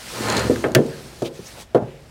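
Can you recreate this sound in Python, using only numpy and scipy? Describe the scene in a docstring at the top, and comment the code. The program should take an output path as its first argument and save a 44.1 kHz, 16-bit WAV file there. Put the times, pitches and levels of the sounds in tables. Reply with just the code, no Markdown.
"""A heavy carcass is hauled up a steel mesh ramp onto the plank deck of a trailer, outdoors.
Boots and carcass knock on the deck: noise bands decay fast, then the frame's sines ring on.
The hide rasps over the mesh as snagging grains of noise, with ringing wires and a shuddering ramp.
Fur hisses on the wood as dense fine clicks; boots scuff, wire and grit click, and a hard part
cracks on the deck's edge. Shaped noise makes the ramp's low drone and the faint open air."""
import sys
import numpy as np
from scipy import signal
from scipy.fft import rfft, irfft
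from scipy.io import wavfile
from scipy.ndimage import uniform_filter1d

SR = 44100
rng = np.random.default_rng(int(sys.argv[2]) if len(sys.argv) > 2 else 0)


def master_out(mix):
    """Clip the mix to full scale and print it as 16-bit PCM to the path in sys.argv[1]."""
    frames = np.transpose(np.atleast_2d(mix))
    ceiling = np.clip(frames, -1, 1)
    pcm = np.round(ceiling * 32767).astype(np.int16)
    wavfile.write(sys.argv[1], SR, pcm)


N = 92610


def amp(db):
    """Decibels to gain."""
    return 10 ** (np.asarray(db) / 20)


def unit(x):
    """Scales to rms 1."""
    return x / np.sqrt(np.mean(x ** 2) + 1e-20)


def fade(t, t60_s):
    """Exponential decay, 60 dB in t60_s."""
    return amp(-60 * t / t60_s)


def read(points, hz):
    """Reads a spectrum in dB on a log-frequency axis."""
    point_hz, value_db = np.transpose(points)
    return np.interp(np.log(hz + 1), np.log(point_hz + 1), value_db)


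def level(points):
    """A level curve as gain per sample."""
    point_s, level_db = np.transpose(points)
    return amp(np.interp(np.arange(N) / SR, point_s, level_db))


def add(mix, start_s, sound):
    """Mixes a sound in at start_s."""
    part = mix[max(round(start_s * SR), 0):][:len(sound)]
    part += sound[:len(part)]


def colour(x, points):
    """Gives a steady sound a spectrum, at rms 1."""
    gain = amp(read(points, np.fft.rfftfreq(N, 1 / SR)))
    return unit(irfft(rfft(x) * gain, N))


def band(x, lo_hz, hi_hz, order=3):
    """Causal Butterworth band-pass."""
    edges_hz = [lo_hz, min(hi_hz, SR / 2 - 100)]
    sos = signal.butter(order, edges_hz, "band", fs=SR, output="sos")
    return signal.sosfilt(sos, x)


def grains(per_s, spread_db):
    """Random tiny clicks, a few of them large."""
    size = amp(spread_db * np.minimum(rng.exponential(1, N), 4.5))
    sign = rng.choice([-1, 1], N)
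    return size * sign * (rng.random(N) < per_s / SR)


# Open-air spectrum. Each row: frequency in Hz, relative level in dB.
AIR_SPECTRUM = [(20, -20), (35, -7), (55, 3.5), (90, -3), (173, -11), (450, -17), (700, -11.5), (1100, -22),
                (1900, -21), (3300, -27.5), (8000, -40), (15500, -53)]
AIR_DB = -49


def air():
    """Faint open air: steady noise with a spectrum that falls toward the treble."""
    return amp(AIR_DB) * colour(rng.standard_normal(N), AIR_SPECTRUM)


FIBRES_PER_S, FIBRE_SPREAD_DB = 14000, 2.5
# Scuffs, likely boot soles. Each row: start in seconds, length in seconds, level in dB,
# centre in Hz, width in octaves.
SCUFFS = [(0.908, 0.055, -45.5, 1626, 0.11), (1.238, 0.053, -37, 3200, .6),
          (1.454, 0.033, -41.5, 5700, 0.24), (1.545, 0.063, -43, 520, 0.85),
          (1.798, .22, -54.5, 2480, 0.49)]


def scuffs():
    """Boots shift: short swells of gritty friction, each a resonant band of grains."""
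    out = np.zeros(N)
    hz = np.fft.rfftfreq(N, 1 / SR) + 1
    for start_s, length_s, db, centre_hz, width_oct in SCUFFS:
        resonance = 1 / (1 + (np.log2(hz / centre_hz) / width_oct) ** 2)
        grit = unit(irfft(rfft(grains(FIBRES_PER_S, FIBRE_SPREAD_DB)) * resonance, N))
        swell = np.sqrt(np.hanning(int(length_s * SR)))
        add(out, start_s, amp(db) * swell * grit[:len(swell)])
    return out


# Fur sliding over planks. Each row: time in seconds, level in dB.
SLIDE_LEVEL = [(0, -41), (.18, -32.5), (.5, -36.5), (.62, -40.5), (.72, -49.5), (.83, -47), (.88, -44.5),
               (1.0, -44.5), (1.17, -47), (1.27, -43), (1.3, -55.5), (1.33, -53), (1.35, -46.5),
               (1.43, -47.5), (1.48, -42), (1.56, -46), (1.62, -40), (1.66, -59.5), (1.73, -60.5),
               (2.1, -56)]
# Hiss spectrum. Each row: frequency in Hz, relative level in dB.
SLIDE_COLOUR = [(250, -19), (550, -1.5), (1000, -6.5), (2500, -6), (3300, -7), (4500, -6), (6000, -8),
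                (7200, -10.5), (9000, -10.5), (12000, -15.5), (15500, -14)]
PATCHY_RMS_DB = 1.5


def slide():
    """Fur brushes the planks: dense grains whose level varies in patches of time and frequency."""
    cells = signal.stft(grains(FIBRES_PER_S, FIBRE_SPREAD_DB), nperseg=512)[2]
    patches = uniform_filter1d(rng.standard_normal(cells.shape), size=7, axis=0)
    patches = unit(uniform_filter1d(patches, size=6, axis=1))
    hiss = signal.istft(cells * amp(PATCHY_RMS_DB * patches), nperseg=512)[1][:N]
    hiss = band(colour(hiss, SLIDE_COLOUR), 660, 13200, order=2)
    return level(SLIDE_LEVEL) * unit(hiss)


# The whole ramp flexes. Each row: time in seconds, level in dB.
DRONE_LEVEL = [(0, -72.5), (.28, -46), (.36, -36), (.45, -31.5), (.58, -39), (.68, -45), (.76, -55),
               (.9, -53), (2.1, -78)]
DRONE_HZ, DRONE_WIDTH_HZ = 75.5, 12.5


def drone():
    """The loaded ramp's lowest resonance: narrow-band noise with its swells evened out."""
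    flex = band(rng.standard_normal(N), DRONE_HZ - DRONE_WIDTH_HZ / 2, DRONE_HZ + DRONE_WIDTH_HZ / 2)
    envelope = abs(signal.hilbert(flex))
    return level(DRONE_LEVEL) * unit(flex / np.sqrt(envelope + 1e-9))


def bursts(table, spectrum):
    """Very short bursts of coloured noise that start at once and decay exponentially."""
    out = np.zeros(N)
    t = np.arange(4000) / SR
    for start_s, db, t60_s in table:
        noise = colour(rng.standard_normal(N), spectrum)[:len(t)]
        add(out, start_s, noise * amp(db) * fade(t, t60_s))
    return out


# Small clicks, likely wire and grit. Each row: start in seconds, level in dB, t60 in seconds.
CLICKS = [(0.2358, -26, 0.015), (0.285, -22, 0.011), (0.3006, -17, 0.013), (.324, -20.5, 0.014),
          (.367, -20, 0.051), (.379, -21, .014), (.394, -20.5, 0.026), (.686, -38, .01),
          (0.719, -31.5, .01), (1.222, -37.5, 0.034), (.8635, -39.5, 0.038)]
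# Click spectrum. Each row: frequency in Hz, relative level in dB.
CLICK_COLOUR = [(300, -12), (1200, -10), (3200, -3), (4200, 4.5), (5500, -5), (6800, 1), (9000, -8.5),
                (11500, -14.5), (16000, -28)]


def wire_clicks():
    """Snapping wire and grit: small bright bursts."""
    return bursts(CLICKS, CLICK_COLOUR)


# A hard part strikes the deck's edge and rebounds. Each row: start in seconds, level in dB,
# t60 in seconds.
CRACKS = [(.7495, -7.5, .02), (.753, -16.5, 0.016)]
# Crack spectrum. Each row: frequency in Hz, relative level in dB.
CRACK_COLOUR = [(300, -20), (1200, -2.5), (2500, 2), (4300, 1), (7000, -4.5), (10200, -13.5), (11200, -6.5),
                (12300, -5), (13000, -9.5), (16000, -13)]


def edge_cracks():
    """A hard strike and its weaker rebound: broad, bright bursts."""
    return bursts(CRACKS, CRACK_COLOUR)


# Resonances and hollows of the trailer. 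Each row: frequency in Hz, width in Hz, gain in dB.
PLANKS = [(118, 17, 5), (195.4, 10, -7.5), (247, 62, 2), (292, 17, -3), (357.7, 105, 3), (423, 15, -2.5),
          (502, 60, 4.5), (652, 45, 2), (795, 17, -2), (811, 51, 1.5), (1028, 15, 3.5), (1255, 44, 4.5),
          (1396, 43, 3), (1583, 38, 7), (1766, 20, 10.5), (2257, 62, -0.5)]


def planks(x):
    """The trailer's fixed resonances and hollows colour whatever shakes it, one after another."""
    for hz, width_hz, db in PLANKS:
        b, a = signal.iirpeak(hz, hz / width_hz, fs=SR)
        x = x + (amp(db) - 1) * signal.lfilter(b, a, x)
    return x


# Hide over the mesh. Each row: time in seconds, level in dB before the planks.
RASP_LEVEL = [(0, -54), (.12, -42.5), (.22, -32.5), (.3, -23), (.38, -23.5), (.45, -29), (.52, -39),
              (.6, -45), (.75, -51), (1.1, -54.5), (2.1, -90)]
# Rasp spectrum. Each row: frequency in Hz, relative level in dB per Hz.
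RASP_COLOUR = [(150, -48), (250, -20), (324, 3), (385, 1), (635, -9), (1010, -3.5), (1160, -10.5),
               (1270, -6.5), (1760, -15), (1920, -9.5), (3510, -17.5), (4170, -34), (5790, -40),
               (6770, -20), (15500, -50.5)]
# Ringing mesh wires. Each row: frequency in Hz, width in Hz, level relative to the rasp in dB.
WIRES = [(1406, 80, -16.5), (1730, 160, -15), (4180, 180, -11.5), (4680, 140, -20), (6750, 300, -38)]
# The ramp shudders under the load. Each row: time in seconds, level in dB before the planks.
RUMBLE_LEVEL = [(0, -56.5), (.15, -40), (.25, -31.5), (.36, -26.5), (.46, -28.5), (.6, -39.5), (.71, -29.5),
                (.85, -38.5), (1.15, -50), (1.5, -56), (1.6, -45), (1.68, -68), (1.74, -51), (2.1, -55.5)]
# Shudder spectrum. Each row: frequency in Hz, relative level in dB.
RUMBLE_COLOUR = [(20, -45), (55, -20), (88, -14.5), (110, 3.5), (145, -6), (180, 2), (220, 2.5),
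                 (290, -5.5), (370, -4), (560, -7), (900, -20), (2500, -55)]
SNAGS_PER_S, SNAG_SPREAD_DB = 5000, 3
SNAG_POWER_DECAY_S = 0.00089  # time constant of a snag's power


def ramp():
    """The hide snags on the mesh in tiny gritty bursts, ringing its wires and shaking the ramp."""
    decay = np.exp(-1 / (SNAG_POWER_DECAY_S * SR))
    power = signal.lfilter([1], [1, -decay], grains(SNAGS_PER_S, SNAG_SPREAD_DB) ** 2)
    snags = np.sqrt(power) * rng.standard_normal(N)
    rasp = band(colour(snags, RASP_COLOUR), 397, 14000, order=2)
    wires = np.zeros(N)
    for hz, width_hz, db in WIRES:
        plucks = grains(SNAGS_PER_S, SNAG_SPREAD_DB)
        wires += amp(db) * unit(band(plucks, hz - width_hz / 2, hz + width_hz / 2, order=1))
    rumble = level(RUMBLE_LEVEL) * colour(snags, RUMBLE_COLOUR)
    return level(RASP_LEVEL) * (rasp + wires) + rumble


# Centres in Hz of a blow's six registers: bass, low-mid, body, knock, clack, treble.
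REGISTER_HZ = [130, 280, 550, 950, 1800, 6000]
# Noise bands of a knock. Each row: centre in Hz, own level in dB, length factor on the knock's t60,
# tail level in dB before the blow's ring level, tail t60 in seconds.
DECK = [(77, -10, 1.1, -19, .4), (117.6, -1, 0.86, -21, 0.67), (165, 0.5, 1.35, -19, 0.5),
        (257.4, 0.5, 0.88, -10.5, 0.43), (376.3, 3, 1.14, -21, 0.56), (547, 1, 0.93, -16, .45),
        (832, -5.5, 0.61, -4.5, 0.34), (1270, -3.5, 0.67, -16, 0.47), (1827, -3, 0.48, -20, 0.45),
        (2850, -1.5, 0.53, -17, 0.33), (3970, -1, 0.39, -15, 0.33), (6070, -3, 0.66, -34, .2),
        (9500, -4.5, 0.62, -32, .2), (14000, -10, 0.54, -32, .2)]
# Ringing of frame and ramp. Each row: frequency in Hz, relative level in dB, t60 in seconds.
FRAME = [(143, -13, 0.97), (156.9, -11.5, 0.54), (244, -13, 0.52), (279.7, -8, 0.13), (343.2, -7, 0.36),
         (377, -14.5, 0.54), (400, -16.5, 0.61), (457.5, -12, 0.55), (490, -11, 0.29), (548, -14, 0.52),
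         (596, -13, 0.16), (639, -23, 0.36), (826, -15, 0.41)]
BAND_RATIO = 1.23  # band edge to centre
RISE_CYCLES = 0.66
EVENNESS = 0.77  # 0 = natural noise envelope, 1 = flat


def blow(force_db, t60_s, ring_db):
    """A knock levelled by register: planks clatter briefly, the deck reverberates, the frame rings."""
    t = np.arange(SR) / SR
    force = list(zip(REGISTER_HZ, force_db))
    out = np.zeros(SR)
    for hz, own_db, length, tail_db, tail_t60_s in DECK:
        noise = band(rng.standard_normal(2 * SR), hz / BAND_RATIO, hz * BAND_RATIO)
        shake = signal.hilbert(noise[SR:])  # filter settled
        shake = unit(shake.real / (abs(shake) + 1e-9) ** EVENNESS)
        rise = np.sin(np.pi / 2 * np.minimum(t * hz / RISE_CYCLES, 1)) ** 2
        tail = amp(tail_db + ring_db) * fade(t, tail_t60_s)
        decay = np.hypot(fade(t, t60_s * length), tail)
        out += amp(own_db + read(force, hz)) * shake * rise * decay
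    ring = np.zeros(SR)
    for hz, db, ring_t60_s in FRAME:
        tone = np.sin(2 * np.pi * (hz * t + rng.random()))
        ring += amp(db + read(force, hz)) * fade(t, ring_t60_s) * tone
    ring_rise = 1 - np.exp(-t / 0.012)
    return out + amp(ring_db) * ring * ring_rise


# Blows on the trailer. Each row: start in seconds, relative level in dB in each of the six registers,
# base t60 of the knock in seconds, ring level in dB.
BLOWS = [(0.2051, -20, -23, -37, -44, -49, -62, 0.036, -10),
         (.361, -33, -21.5, -25, -37, -46, -50, 0.035, -17),
         (.497, -26.5, -15, -21, -39, -50, -71, 0.13, -1.5),
         (.533, -34, -22, -26.5, -38, -44, -60, 0.039, -10),
         (.559, -50, -44, -42, -24, -28.5, -37, .04, -11),
         (0.6401, -34.5, -21, -21, -25.5, -20.5, -50, 0.16, 1),
         (0.6614, -42, -20, -14.5, -40, -35, -60, 0.028, -6),
         (0.7491, -19, -24, -18, -26, -15, -31.5, 0.19, -6.5),
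         (.764, -10, -11.5, -13.5, -28, -32, -40, 0.062, -2),
         (.787, -33, -15, -18, -43, -48, -54, 0.12, -3.5),
         (1.2202, -27.5, -26.5, -23.5, -37.5, -45, -45, 0.13, 1.5),
         (1.3902, -18.5, -27.5, -45.5, -43, -57, -67, 0.04, -15),
         (1.7469, -22, -20.5, -14, -16.5, -32, -44, 0.17, -2.5),
         (1.821, -18, -38, -28, -35, -53, -72, 0.095, -7.5)]
SUB_CUT_HZ = 122


def knocks():
    """All blows on the trailer, with the deep bass below SUB_CUT_HZ high-passed away."""
    out = np.zeros(N)
    for start_s, *force_db, t60_s, ring_db in BLOWS:
        add(out, start_s, blow(force_db, t60_s, ring_db))
    return signal.sosfilt(signal.butter(2, SUB_CUT_HZ, "high", fs=SR, output="sos"), out)


SPREAD_DB = -40.5


def scene():
    """Trailer sounds in the middle, the knocks very slightly spread, over faint open air."""
    deck = planks(knocks())
    opposite = np.array([[1], [-1]])  # left, right
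    spread = amp(SPREAD_DB) * band(deck, 85, 900, order=2) * opposite
    hits = deck + wire_clicks() + edge_cracks()
    friction = planks(ramp()) + drone() + slide() + scuffs()
    return hits + spread + friction + air()


EDGE_HZ = 16100


def record(dry):
    """Peaks round off softly below 0.95; then a linear-phase low-pass at EDGE_HZ."""
    held = dry / (1 + (dry / .95) ** 6) ** (1 / 6)
    lowpass = signal.firwin(511, EDGE_HZ, window=("kaiser", 9), fs=SR)
    return signal.oaconvolve(held, lowpass[None], "same")


dry = scene()
out = record(dry)
master_out(out)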